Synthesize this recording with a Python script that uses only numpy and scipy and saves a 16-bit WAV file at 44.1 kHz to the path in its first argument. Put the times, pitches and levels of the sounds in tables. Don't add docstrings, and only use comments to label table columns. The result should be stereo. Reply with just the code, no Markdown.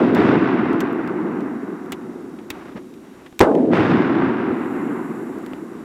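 import sys
import numpy as np
from scipy import signal
from scipy.io import wavfile
from scipy.ndimage import uniform_filter1d

SR = 44100
rng = np.random.default_rng(int(sys.argv[2]) if len(sys.argv) > 2 else 0)


def output_pcm(signal):
    pcm = np.clip(np.atleast_2d(signal).T, -1, 1) * 32767
    wavfile.write(sys.argv[1], SR, np.round(pcm).astype(np.int16))


N = 257544
TIME = np.arange(N) / SR
EDGES_HZ = np.concatenate([np.geomspace(22, 5000, 20), np.geomspace(5800, 17000, 9)])
CENTRES_HZ = np.sqrt(EDGES_HZ[1:] * EDGES_HZ[:-1])

# start_s, ground_roll_db, forest_echo_db, roar_db
BANGS = [(-.52, -32, -23.5, -27), (-.163, -16.5, -23.5, -15.5), (3.403, -13, -19.5, -15.5)]
# frequency_hz, level_db
CLOD_SPECTRUM = [(150, -8), (600, -9.5), (1200, -9), (1900, 0), (3200, 2), (4500, -8.5), (7500, 2.5),
                 (11000, -8), (14000, -2.5), (16000, -9)]
# frequency_hz, likeness (-1 to 1, 1 is mono)
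FAR_LIKENESS = [(60, 0.66), (300, 0.79), (700, 0.66), (1400, 0.74), (3100, 0.56), (7000, -0.06),
                (15000, 0.2)]
NEAR_LIKENESS = [(60, 1), (300, 0.88), (1400, 0.83), (3100, 0.48), (5200, -0.35), (8500, -1), (15000, 0.12)]
CLOD_LIKENESS = [(300, 0.71), (2000, 0.72), (4000, -0.21), (8000, -0.82), (14000, -0.29)]
# frequency_hz, left_over_right_db
FAR_BALANCE = [(60, 4), (110, -2.5), (200, 2), (350, 6), (700, 2.5), (1300, 4.5), (4400, 5.5),
               (15000, -2.5)]
NEAR_BALANCE = [(60, 0.088), (200, 0), (500, 0.93), (2000, 0.64), (15000, 0.26)]


def from_db(db):
    return 10 ** (np.asarray(db) / 20)


def rms_one(x):
    return x / np.sqrt(np.mean(x ** 2) + 1e-20)


def panned(pan_db):
    return from_db([[pan_db / 2], [-pan_db / 2]])


def at_hz(points, hz):
    frequencies, values = np.transpose(points)
    return np.interp(np.log(hz), np.log(frequencies), values)


def since(start):
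    return np.maximum(TIME - start, 0)


def dying(start, t60, rise, hold=0):
    age = TIME - start
    return np.clip(age / rise, 0, 1) * np.exp(-np.log(1000) * np.clip((age - hold) / t60, 0, 2))


def drift(per_s):
    knots = rng.standard_normal(8192)
    return rms_one(np.interp(TIME * per_s, np.arange(len(knots)), knots))


def low_pass(x, hz):
    return signal.sosfilt(signal.butter(2, min(hz, .45 * SR), fs=SR, output="sos"), x + 1e-18)


def band_pass(x, edges_hz, order=2):
    return signal.sosfilt(signal.butter(order, edges_hz, "band", fs=SR, output="sos"), x)


def bands(spectrum, likeness, balance, white=None, order=2):
    white = rng.standard_normal((2, 2, N)) if white is None else white
    gains = from_db(at_hz(spectrum, CENTRES_HZ))
    gains = gains / np.sqrt(np.sum(gains ** 2 * np.diff(EDGES_HZ)) * 2 / SR)
    for k, hz in enumerate(CENTRES_HZ):
        if spectrum[0][0] / 2 < hz < spectrum[-1][0] * 2:
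            mid, side = gains[k] * band_pass(white[k % 2], EDGES_HZ[k:k + 2], order)
            alike = np.clip(at_hz(likeness, hz), -1, 1)
            mid, side = np.sqrt((1 + alike) / 2) * mid, np.sqrt((1 - alike) / 2) * side
            yield hz, np.array([mid + side, mid - side]) * panned(at_hz(balance, hz))


def noise(spectrum, likeness, balance, white=None):
    return sum(band for hz, band in bands(spectrum, likeness, balance, white))


def grainy(per_s, spread_db):
    return rms_one(rng.standard_normal((2, 2, N)) * from_db(spread_db * drift(per_s)))


def tone(hz, db, waver_hz):
    pitch_hz = hz + waver_hz * drift(250)
    return from_db(db) * np.sqrt(2) * np.sin(2 * np.pi * np.cumsum(pitch_hz) / SR)


def n_wave(start, hz):
    phase = (TIME - start) * hz
    return (1 - 2 * phase) * ((phase >= 0) & (phase < 1))


def background(air_db=-54, hiss_db=-57, dip_db=-6.5, deepest_s=0.54):
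    # frequency_hz, level_db
    air_spectrum = [(30, 6), (200, 16.5), (600, 0.5), (1200, -30.5), (2500, -3.5), (4500, -18.5),
                    (8000, -42.5)]
    hiss_spectrum = [(2000, 10), (3800, 6), (5200, 4.5), (7400, 7.5), (9000, 3.5), (11500, -1.5),
                     (13000, 5.5), (16000, -16)]
    # time_s, pitch_hz
    whistle_glide = [(0, 9960), (2.65, 10120), (3.35, 9830), (5.84, 10000)]
    # pitch_hz, level_db, waver_hz
    whine_tones = [(3820, -75.5, 35), (5670, -75, 55), (7200, -79.5, 40)]
    air = from_db(air_db) * noise(air_spectrum, FAR_LIKENESS, NEAR_BALANCE)
    whistle = tone(np.interp(TIME, *np.transpose(whistle_glide)), db=-74.5, waver_hz=90)
    whine = sum(tone(*row) for row in whine_tones)
    hiss = from_db(hiss_db) * noise(hiss_spectrum, FAR_LIKENESS, NEAR_BALANCE)
    ages = [since(start) / deepest_s for start, *_ in BANGS[1:]]
    dip = from_db(dip_db * sum((age * np.exp(1 - age)) ** 2 for age in ages))
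    return air + whine + dip * (whistle + hiss)


def grit(per_s=7, level_db=-53, spread_db=3, t60_s=.008):
    landings = rng.random(N) < per_s / SR
    strength = from_db(level_db + spread_db * np.clip(rng.standard_normal(N), -2, 2))
    envelope = signal.lfilter([1], [1, -from_db(-60 / (t60_s * SR))], landings * strength + 1e-18)
    return envelope * noise(CLOD_SPECTRUM, CLOD_LIKENESS, NEAR_BALANCE)


def hiss_swell(level_db=-58):
    # centre_hz, width_hz, level_db
    peaks = [(7450, 1200, -3.5), (9900, 1500, -5.5), (12200, 2300, -5)]
    hiss = 0
    for hz, width, db in peaks:
        band = band_pass(rng.standard_normal((2, N)), [hz - width / 2, hz + width / 2])
        hiss = hiss + from_db(db) * rms_one(band)
    return from_db(level_db) * dying(start=4.42, t60=7.0, rise=0.25, hold=0.76) * hiss


def scuffs(thud_s=2.765, thud_db=-29, thud_width_s=0.01, thud_band_hz=(90, 400)):
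    # frequency_hz, level_db
    soil_spectrum = [(100, 2), (300, 3), (700, 4.5), (1100, 3.5), (2000, -3), (3500, -15), (6000, -23),
                     (16000, -42)]
    # start_s, length_s, level_db
    slides = [(2.516, 0.12, -41.5), (2.643, 0.054, -41.5), (2.705, 0.028, -44.5), (2.754, .027, -36),
              (3.026, 0.11, -51), (3.134, .13, -49.5), (5.316, 0.27, -47.5), (5.7, .14, -49.5)]
    scrape = noise(soil_spectrum, NEAR_LIKENESS, NEAR_BALANCE, grainy(per_s=1000, spread_db=1))
    envelope = sum(from_db(db) * dying(start, t60=0.065, rise=0.014, hold=length)
                   for start, length, db in slides)
    earth = rms_one(band_pass(rng.standard_normal(N), thud_band_hz))
    thud = earth * np.exp(-.5 * ((TIME - thud_s) / thud_width_s) ** 2)
    return scrape * envelope + from_db(thud_db) * thud


def clods(tick_t60_s=0.0016, rise_s=0.00013, pivot_hz=4000, body_hz=800, decay_slope=0.3):
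    # start_s, level_db, brightness_db_per_octave, t60_s, tick_over_crumble_db
    landings = [(.149, -28.5, -4, 0.052, 15), (0.731, -33.5, -6, 0.023, 2), (.805, -23.5, -2.5, 0.047, 7.5),
                (.928, -44, 3, 0.013, -1), (1.076, -36, -3.5, 0.017, 7), (1.406, -39, -6, .03, 5),
                (1.921, -19, -2.5, 0.048, 8.5), (2.388, -46.5, -10.5, 0.052, -10),
                (2.503, -17, -2, 0.037, -3), (2.94, -45, -3, 0.018, 6), (3.262, -41, -8, 0.055, -10),
                (3.326, -52, -15, 0.014, -6), (3.3925, -14.5, -1, 0.025, 5), (3.552, -29.5, -6, 0.012, -2),
                (5.385, -46, 2, 0.018, 6), (5.463, -31.5, -2, 0.018, 5), (5.534, -36.5, -9.5, 0.02, 15)]
    out, age = np.zeros((2, N)), TIME[:SR // 8]
    tick = np.exp(-np.log(1000) * age / tick_t60_s)
    attack = np.minimum(age / rise_s, 1)
    for hz, band in bands(CLOD_SPECTRUM, CLOD_LIKENESS, NEAR_BALANCE):
        for start, db, brightness, t60, tick_db in landings:
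            part = slice(round(start * SR), round(start * SR) + len(age))
            crumble = np.exp(-np.log(1000) * age / (t60 * (pivot_hz / hz) ** decay_slope))
            gain = from_db(db + brightness * np.log2(max(hz, body_hz) / pivot_hz))
            out[:, part] += gain * band[:, part] * attack * (from_db(tick_db) * tick + crumble)
    return out


def grove_swell(start):
    # delay_s, gain_db, half_width_s
    groves = [(0.449, 0, 0.028), (0.599, 0, 0.043), (.74, -0.5, 0.017), (.85, 1.5, 0.023), (1.241, 0, .09),
              (1.48, 1.5, 0.085)]
    return from_db(sum(db * np.exp(-.5 * ((TIME - start - delay) / width) ** 2)
                       for delay, db, width in groves))


def roar(levelling_s=.07, flutter_db=1.47, flutter_per_s=30):
    # frequency_hz, level_db
    boom_spectrum = [(25, -52), (60, -43), (110, -22), (170, -4), (240, 3), (320, 5.5), (420, -10),
                     (540, -14), (800, -35), (1500, -74.5)]
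    power = sum((from_db(db) * grove_swell(start) * dying(start, t60=6.27, rise=0.18, hold=0.47)) ** 2
                for start, _, _, db in BANGS)
    boom = noise(boom_spectrum, FAR_LIKENESS, FAR_BALANCE)
    running_rms = np.sqrt(uniform_filter1d(boom.mean(0) ** 2, int(levelling_s * SR)) + 1e-9)
    flutter = from_db(flutter_db * drift(flutter_per_s))
    return np.sqrt(power) * flutter * boom / running_rms


def forest_echo(delay_s=0.306, hold_s=0.13, hold_edge_hz=4200, air_hz=10500, flutter_db=0.66):
    # frequency_hz, level_db
    crash_spectrum = [(30, -45.5), (60, -19.5), (110, 8.5), (200, 13.5), (450, -12), (650, 2), (1000, 2.5),
                      (1400, 1), (2000, -5), (3000, -11.5), (4500, -24.5), (7000, -33), (10000, -38),
                      (16000, -55)]
    # frequency_hz, t60_s
    tail_lengths = [(70, 3.5), (150, 1.9), (450, 5), (1000, 5.14), (2000, 4.39), (3000, 2.54), (4500, 2.5),
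                    (8000, 1.3), (16000, 0.7)]
    out = np.zeros((2, N))
    echoes = [(start + delay_s, from_db(db) * grove_swell(start)) for start, _, db, _ in BANGS]
    trunks = grainy(per_s=800, spread_db=1.5)
    for hz, band in bands(crash_spectrum, FAR_LIKENESS, FAR_BALANCE, trunks, order=3):
        t60 = at_hz(tail_lengths, hz)
        hold = hold_s / (1 + (hz / hold_edge_hz) ** 2)
        out += band * sum(gain * dying(arrival, t60, rise=0.033, hold=hold) for arrival, gain in echoes)
    return low_pass(out, air_hz) * from_db(flutter_db * drift(25))


def slap_echoes(front_hz=900, pan_db=-7.5):
    # delay_s, gain_over_ground_roll_db, cutoff_hz
    reflectors = [(.1125, 9, 1100), (.2555, -8, 1100), (.302, 1, 1200), (0.3308, 11, 2700),
                  (0.3837, 8, 2000), (.453, 4.5, 2800), (0.513, 1, 2000), (.705, -2, 2200), (.819, 3, 2400)]
    out = np.zeros(N)
    for delay, db, cutoff_hz in reflectors:
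        fronts = sum(from_db(roll_db + db) * n_wave(start + delay, front_hz)
                     for start, roll_db, _, _ in BANGS)
        out += low_pass(low_pass(fronts, cutoff_hz), cutoff_hz)
    return panned(pan_db) * out


def ground_roll(from_hz=3130, to_hz=680, sink_s=.065, steepness=14.0, edge_lift=0.12, leak_db=-21):
    # frequency_hz, level_db
    roll_spectrum = [(150, -31), (300, 2), (450, 7.5), (660, 1.5), (900, -6.5), (1400, -9), (2500, -15),
                     (5000, -28.5)]
    rolls = []
    for start, db, _, _ in BANGS[1:]:
        edge_hz = to_hz + (from_hz - to_hz) * np.exp(-since(start) / sink_s)
        rolls.append((from_db(db) * dying(start, t60=2.13, rise=0.016), edge_hz))
    out = np.zeros((2, N))
    scatter = grainy(per_s=1000, spread_db=0.5)
    for hz, band in bands(roll_spectrum, NEAR_LIKENESS, NEAR_BALANCE, scatter, order=3):
        for envelope, edge_hz in rolls:
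            past_edge = (hz / edge_hz) ** steepness
            lift = 1 + edge_lift * 2 * past_edge / (1 + past_edge ** 2)
            passed = np.maximum(lift / np.hypot(1, past_edge), from_db(leak_db))
            out += band * envelope * passed
    return out


def close_blast(burst_db=-5, front_cutoff_hz=8000):
    # start_s, level_db, pitch_hz (1 / length)
    shocks = [(3.4052, -2.5, 820), (3.4077, -1.5, 349), (3.4117, 7, 1157), (3.4154, -17, 646)]
    # frequency_hz, level_db
    burst_spectrum = [(25, -17), (70, 2), (300, 7), (1000, 0), (1500, -13), (2500, -19), (4000, -27.5),
                      (8000, -34), (16000, -48)]
    fronts = sum(from_db(db) * n_wave(start, hz) for start, db, hz in shocks)
    envelope = dying(BANGS[-1][0], t60=0.13, rise=0.0053, hold=0.014)
    burst = noise(burst_spectrum, NEAR_LIKENESS, NEAR_BALANCE) * envelope
    return low_pass(fronts, front_cutoff_hz) + from_db(burst_db) * burst


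def scene(right_lag_s=.00003):
    left, right = close_blast() + ground_roll() + slap_echoes() + forest_echo() + roar()
    bangs = np.array([left, np.interp(TIME - right_lag_s, TIME, right)])
    return bangs + clods() + scuffs() + hiss_swell() + background() + grit()


def record(dry, cutoff_hz=16300):
    clipped = dry / (1 + dry ** 6) ** (1 / 6)
    return signal.sosfilt(signal.ellip(10, .1, 80, cutoff_hz, fs=SR, output="sos"), clipped)


dry = scene()
out = record(dry)
output_pcm(out)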